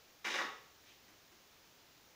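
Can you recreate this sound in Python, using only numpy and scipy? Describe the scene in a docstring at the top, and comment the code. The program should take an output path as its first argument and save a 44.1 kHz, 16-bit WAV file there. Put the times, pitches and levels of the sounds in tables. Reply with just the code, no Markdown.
"""A hard, plate-like object clatters and skids on gritty concrete, a few metres off in a bare room.
Each knock is a clack, a thud and a short ring of its modes: bright on landing, duller and heavier
as it settles. Grit cracks and snaps under the sliding edge; the room rings for half a second.
A soft swish and a few faint bumps follow, over a steady hiss."""
import sys
import numpy as np
from scipy import signal
from scipy.fft import rfft, irfft
from scipy.io import wavfile

SR = 44100
rng = np.random.default_rng(int(sys.argv[2]) if len(sys.argv) > 2 else 0)


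def persist_wave(psi):
    """Save psi, clipped to +-1, as 16-bit WAV."""
    counts = np.round(np.clip(psi, -1, 1) * 32767).astype(np.int16)
    wavfile.write(sys.argv[1], SR, np.atleast_2d(counts).T)


N = 94815
TIME_S = np.arange(N) / SR


def from_db(db):
    """Decibels to gain."""
    return 10 ** (np.asarray(db) / 20)


def unit(x):
    """Scale to energy 1."""
    return x / np.sqrt(np.sum(x ** 2) + 1e-20)


def at_hz(points, hz):
    """Interpolate a table on a log-frequency axis."""
    points_hz, values = np.transpose(points)
    return np.interp(np.log(np.maximum(hz, 1)), np.log(points_hz), values)


def through(x, response):
    """Convolve with an impulse response."""
    return signal.fftconvolve(x, response)[:N]


def colour(x, spectrum, size=8192):
    """Minimum-phase filter of the given spectral shape; white noise keeps its level."""
    gain = from_db(at_hz(spectrum, np.fft.rfftfreq(size, 1 / SR)))
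    cepstrum = irfft(np.log(gain))
    cepstrum[1:size // 2] *= 2
    cepstrum[size // 2 + 1:] = 0
    response = irfft(np.exp(rfft(cepstrum)))
    return through(x, unit(response))


def fade(t60_s):
    """Exponential decay, 60 dB in t60_s."""
    return np.exp(-np.log(1000) * TIME_S / t60_s)


def blows(times_s, levels_db, span_s=0.01):
    """One impulse per contact; level is its energy spread over span_s."""
    impulses = np.zeros(N)
    np.add.at(impulses, (np.asarray(times_s) * SR).astype(int), from_db(levels_db) * np.sqrt(span_s * SR))
    return impulses


def crunches(times_s, levels_db, t60_s, rise_s=0.002):
    """Each contact breaks into a dying spray of tiny impacts: a noise burst."""
    envelope = fade(t60_s) * (1 - np.exp(-TIME_S / rise_s))
    return sum(through(blows([t_s], [db]), unit(rng.standard_normal(N) * envelope))
               for t_s, db in zip(times_s, levels_db))


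def hiss(level_db=-63.5):
    """Steady broadband background noise."""
    # hiss spectrum: f/Hz, level/dB
    spectrum = [(20, -7), (55, 1), (110, 2), (190, 0), (300, 2), (700, -0.5), (1500, -2.5), (3000, -3),
                (6400, -4.5), (7200, -8.5), (8000, -17), (13800, -16.5), (14300, -9.5), (14800, -3.5),
                (15600, -8)]
    return from_db(level_db) * colour(rng.standard_normal(N), spectrum)


def room(x, direct_db=-4, reverb_db=-1.5, build_s=0.0011):
    """Direct sound plus dense reflections off bare walls, dying band by band."""
    # reverberation time: f/Hz, t60/s
    decay_times = [(150, 0.25), (500, 0.56), (1800, 0.46), (2600, 0.37), (3600, 0.57), (6000, 0.53),
                   (11000, 0.4)]
    edges_hz = np.geomspace(60, 16000, 10)
    tail = 0
    for low_hz, high_hz in zip(edges_hz, edges_hz[1:]):
        bandpass = signal.butter(2, [low_hz, high_hz], "band", fs=SR, output="sos")
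        band = signal.sosfilt(bandpass, rng.standard_normal(N))
        tail += band * fade(at_hz(decay_times, np.sqrt(low_hz * high_hz)))
    response = unit(tail * (1 - np.exp(-TIME_S / build_s)))
    return from_db(direct_db) * x + from_db(reverb_db) * through(x, response)


def bumps():
    """Faint, dull bumps and shuffles."""
    # contacts: t/s, level/dB
    contacts = [(1.079, -61), (1.093, -68), (1.317, -64.5)]
    # bump spectrum: f/Hz, level/dB
    spectrum = [(60, -32), (200, -3.5), (370, -0.5), (700, -15), (1200, -6), (2500, -8), (4000, -18),
                (6300, -13), (9000, -28)]
    times_s, levels_db = np.transpose(contacts)
    return colour(crunches(times_s, levels_db, t60_s=0.055), spectrum)


def swish(peak_s=0.881, sigma_s=0.031, peak_db=-64.5):
    """Soft swell of noise, as of something brushed."""
    # swish spectrum: f/Hz, level/dB
    spectrum = [(500, -33), (1900, -4), (2300, -0.5), (3500, -1.5), (4100, -9), (6500, -11), (9000, -26)]
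    stroke = from_db(peak_db) * np.exp(-0.5 * ((TIME_S - peak_s) / sigma_s) ** 2)
    return colour(stroke * rng.standard_normal(N), spectrum)


def snaps():
    """Single grains of grit break with a thin, high tick."""
    # grain breaks: t/s, level/dB
    breaks = [(0.259, -55), (0.336, -62), (0.3505, -59), (0.3615, -66)]
    # tick spectrum: f/Hz, level/dB
    spectrum = [(3000, -32), (7000, -6), (10500, -9), (12300, -12), (13500, -4), (14800, 1)]
    times_s, levels_db = np.transpose(breaks)
    return colour(crunches(times_s, levels_db, t60_s=0.02), spectrum)


def skid():
    """Grains crack under the sliding edge, more weakly as it slows to a stop."""
    # grit spectrum: f/Hz, level/dB
    spectrum = [(110, -21), (250, -5.5), (500, 1), (650, -7), (1300, -0.5), (2300, 4), (3100, -0.5),
                (3650, 0), (4200, -8.5), (5200, -4), (6700, -9), (7600, -17), (11000, -25.5), (13600, -37),
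                (15000, -23)]
    start_s, stop_s, attack_s, release_s = 0.2415, 0.363, 0.0065, 0.06
    level_db, fade_db_per_s = -42.5, 28
    grains_per_s, spread_db = 1400, 3.5
    sizes = from_db(spread_db * np.minimum(rng.exponential(1, N), 4))
    signs = rng.choice([-1, 1], N)
    cracks = rng.random(N) < grains_per_s / SR
    grains = unit(sizes * signs * cracks) * np.sqrt(N)  # rms 1
    age_s = TIME_S - start_s
    attack = np.clip(age_s / attack_s, 0, 1)
    release = np.clip(1 - (TIME_S - stop_s) / release_s, 0, 1)
    slowing = from_db(level_db - fade_db_per_s * age_s)
    return colour(grains * attack * release * slowing, spectrum)


def clatter(mode_spread_db=1.5):
    """Each knock on the floor gives a sharp clack, a thud and a short ring of the object's modes."""
    # floor contacts: t/s, clack level/dB, ring level/dB, thud level/dB
    knocks = [(0.2466, -40, -45.5, -53), (0.2504, -40, -48, -46.5), (0.2653, -39.5, -44, -48.5),
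              (0.282, -60, -61.5, -44.5), (0.301, -43, -51.5, -50), (0.3405, -35.5, -37, -53),
              (0.356, -38, -50.5, -43.5), (0.386, -42, -36, -40.5), (0.396, -51.5, -39, -42.5),
              (0.413, -44.5, -54.5, -40), (0.438, -63, -56, -50)]
    # plate modes: f/Hz, relative level/dB, t60/s
    modes = [(524.5, -12.5, 0.11), (740.7, -2, 0.21), (1051, -9.5, 0.27), (1122, -1, 0.23), (1276, -2, 0.1),
             (1469, -9.5, 0.047), (1729, 0, 0.11), (1814, -8, 0.22), (1920, -0.5, 0.17), (1920.6, -3, 0.14),
             (1937, -1, 0.11), (2203, -17, 0.033), (2338, -24, 0.12), (3630, -12.5, 0.024)]
    # clack spectrum: f/Hz, level/dB
    clack_spectrum = [(130, -40), (300, -10.5), (650, -11), (1300, -3.5), (2150, 6.5), (3100, -5),
                      (3700, 0.5), (4250, -9.5), (5200, -6.5), (6650, -11.5), (7700, -26.5), (11500, -34),
                      (13600, -48), (15000, -32)]
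    # thud spectrum: f/Hz, level/dB
    thud_spectrum = [(60, -34), (140, -15), (220, -5), (350, -3.5), (500, 1), (630, -10.5), (850, 0),
                     (1400, -4), (2500, -10.5), (7000, -37)]
    times_s, clack_db, ring_db, thud_db = np.transpose(knocks)
    weights = unit(from_db([db for _, db, _ in modes]))
    ring = 0
    for (hz, _, t60_s), weight in zip(modes, weights):
        strike_s = times_s + rng.random(len(knocks)) / hz  # random phase
        strike_db = ring_db + mode_spread_db * rng.standard_normal(len(knocks))
        mode = unit(np.sin(2 * np.pi * hz * TIME_S) * fade(t60_s))
        ring += weight * through(blows(strike_s, strike_db), mode)
    clacks = colour(crunches(times_s, clack_db, t60_s=0.037), clack_spectrum)
    thuds = colour(crunches(times_s, thud_db, t60_s=0.017), thud_spectrum)
    return ring + clacks + thuds


def scene(bass_cut_hz=184):
    """Plate, swish and bumps in the room, over the hiss; mono."""
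    highpass = signal.butter(3, bass_cut_hz, "high", fs=SR, output="sos")
    plate = signal.sosfilt(highpass, clatter() + skid() + snaps())  # takes the deep bass out
    mix = hiss() + room(plate + swish() + bumps())
    return mix[None]


def record(dry, cutoff_hz=15600):
    """Steep low-pass."""
    return signal.sosfilt(signal.ellip(12, 0.1, 70, cutoff_hz, fs=SR, output="sos"), dry)


dry = scene()
out = record(dry)
persist_wave(out)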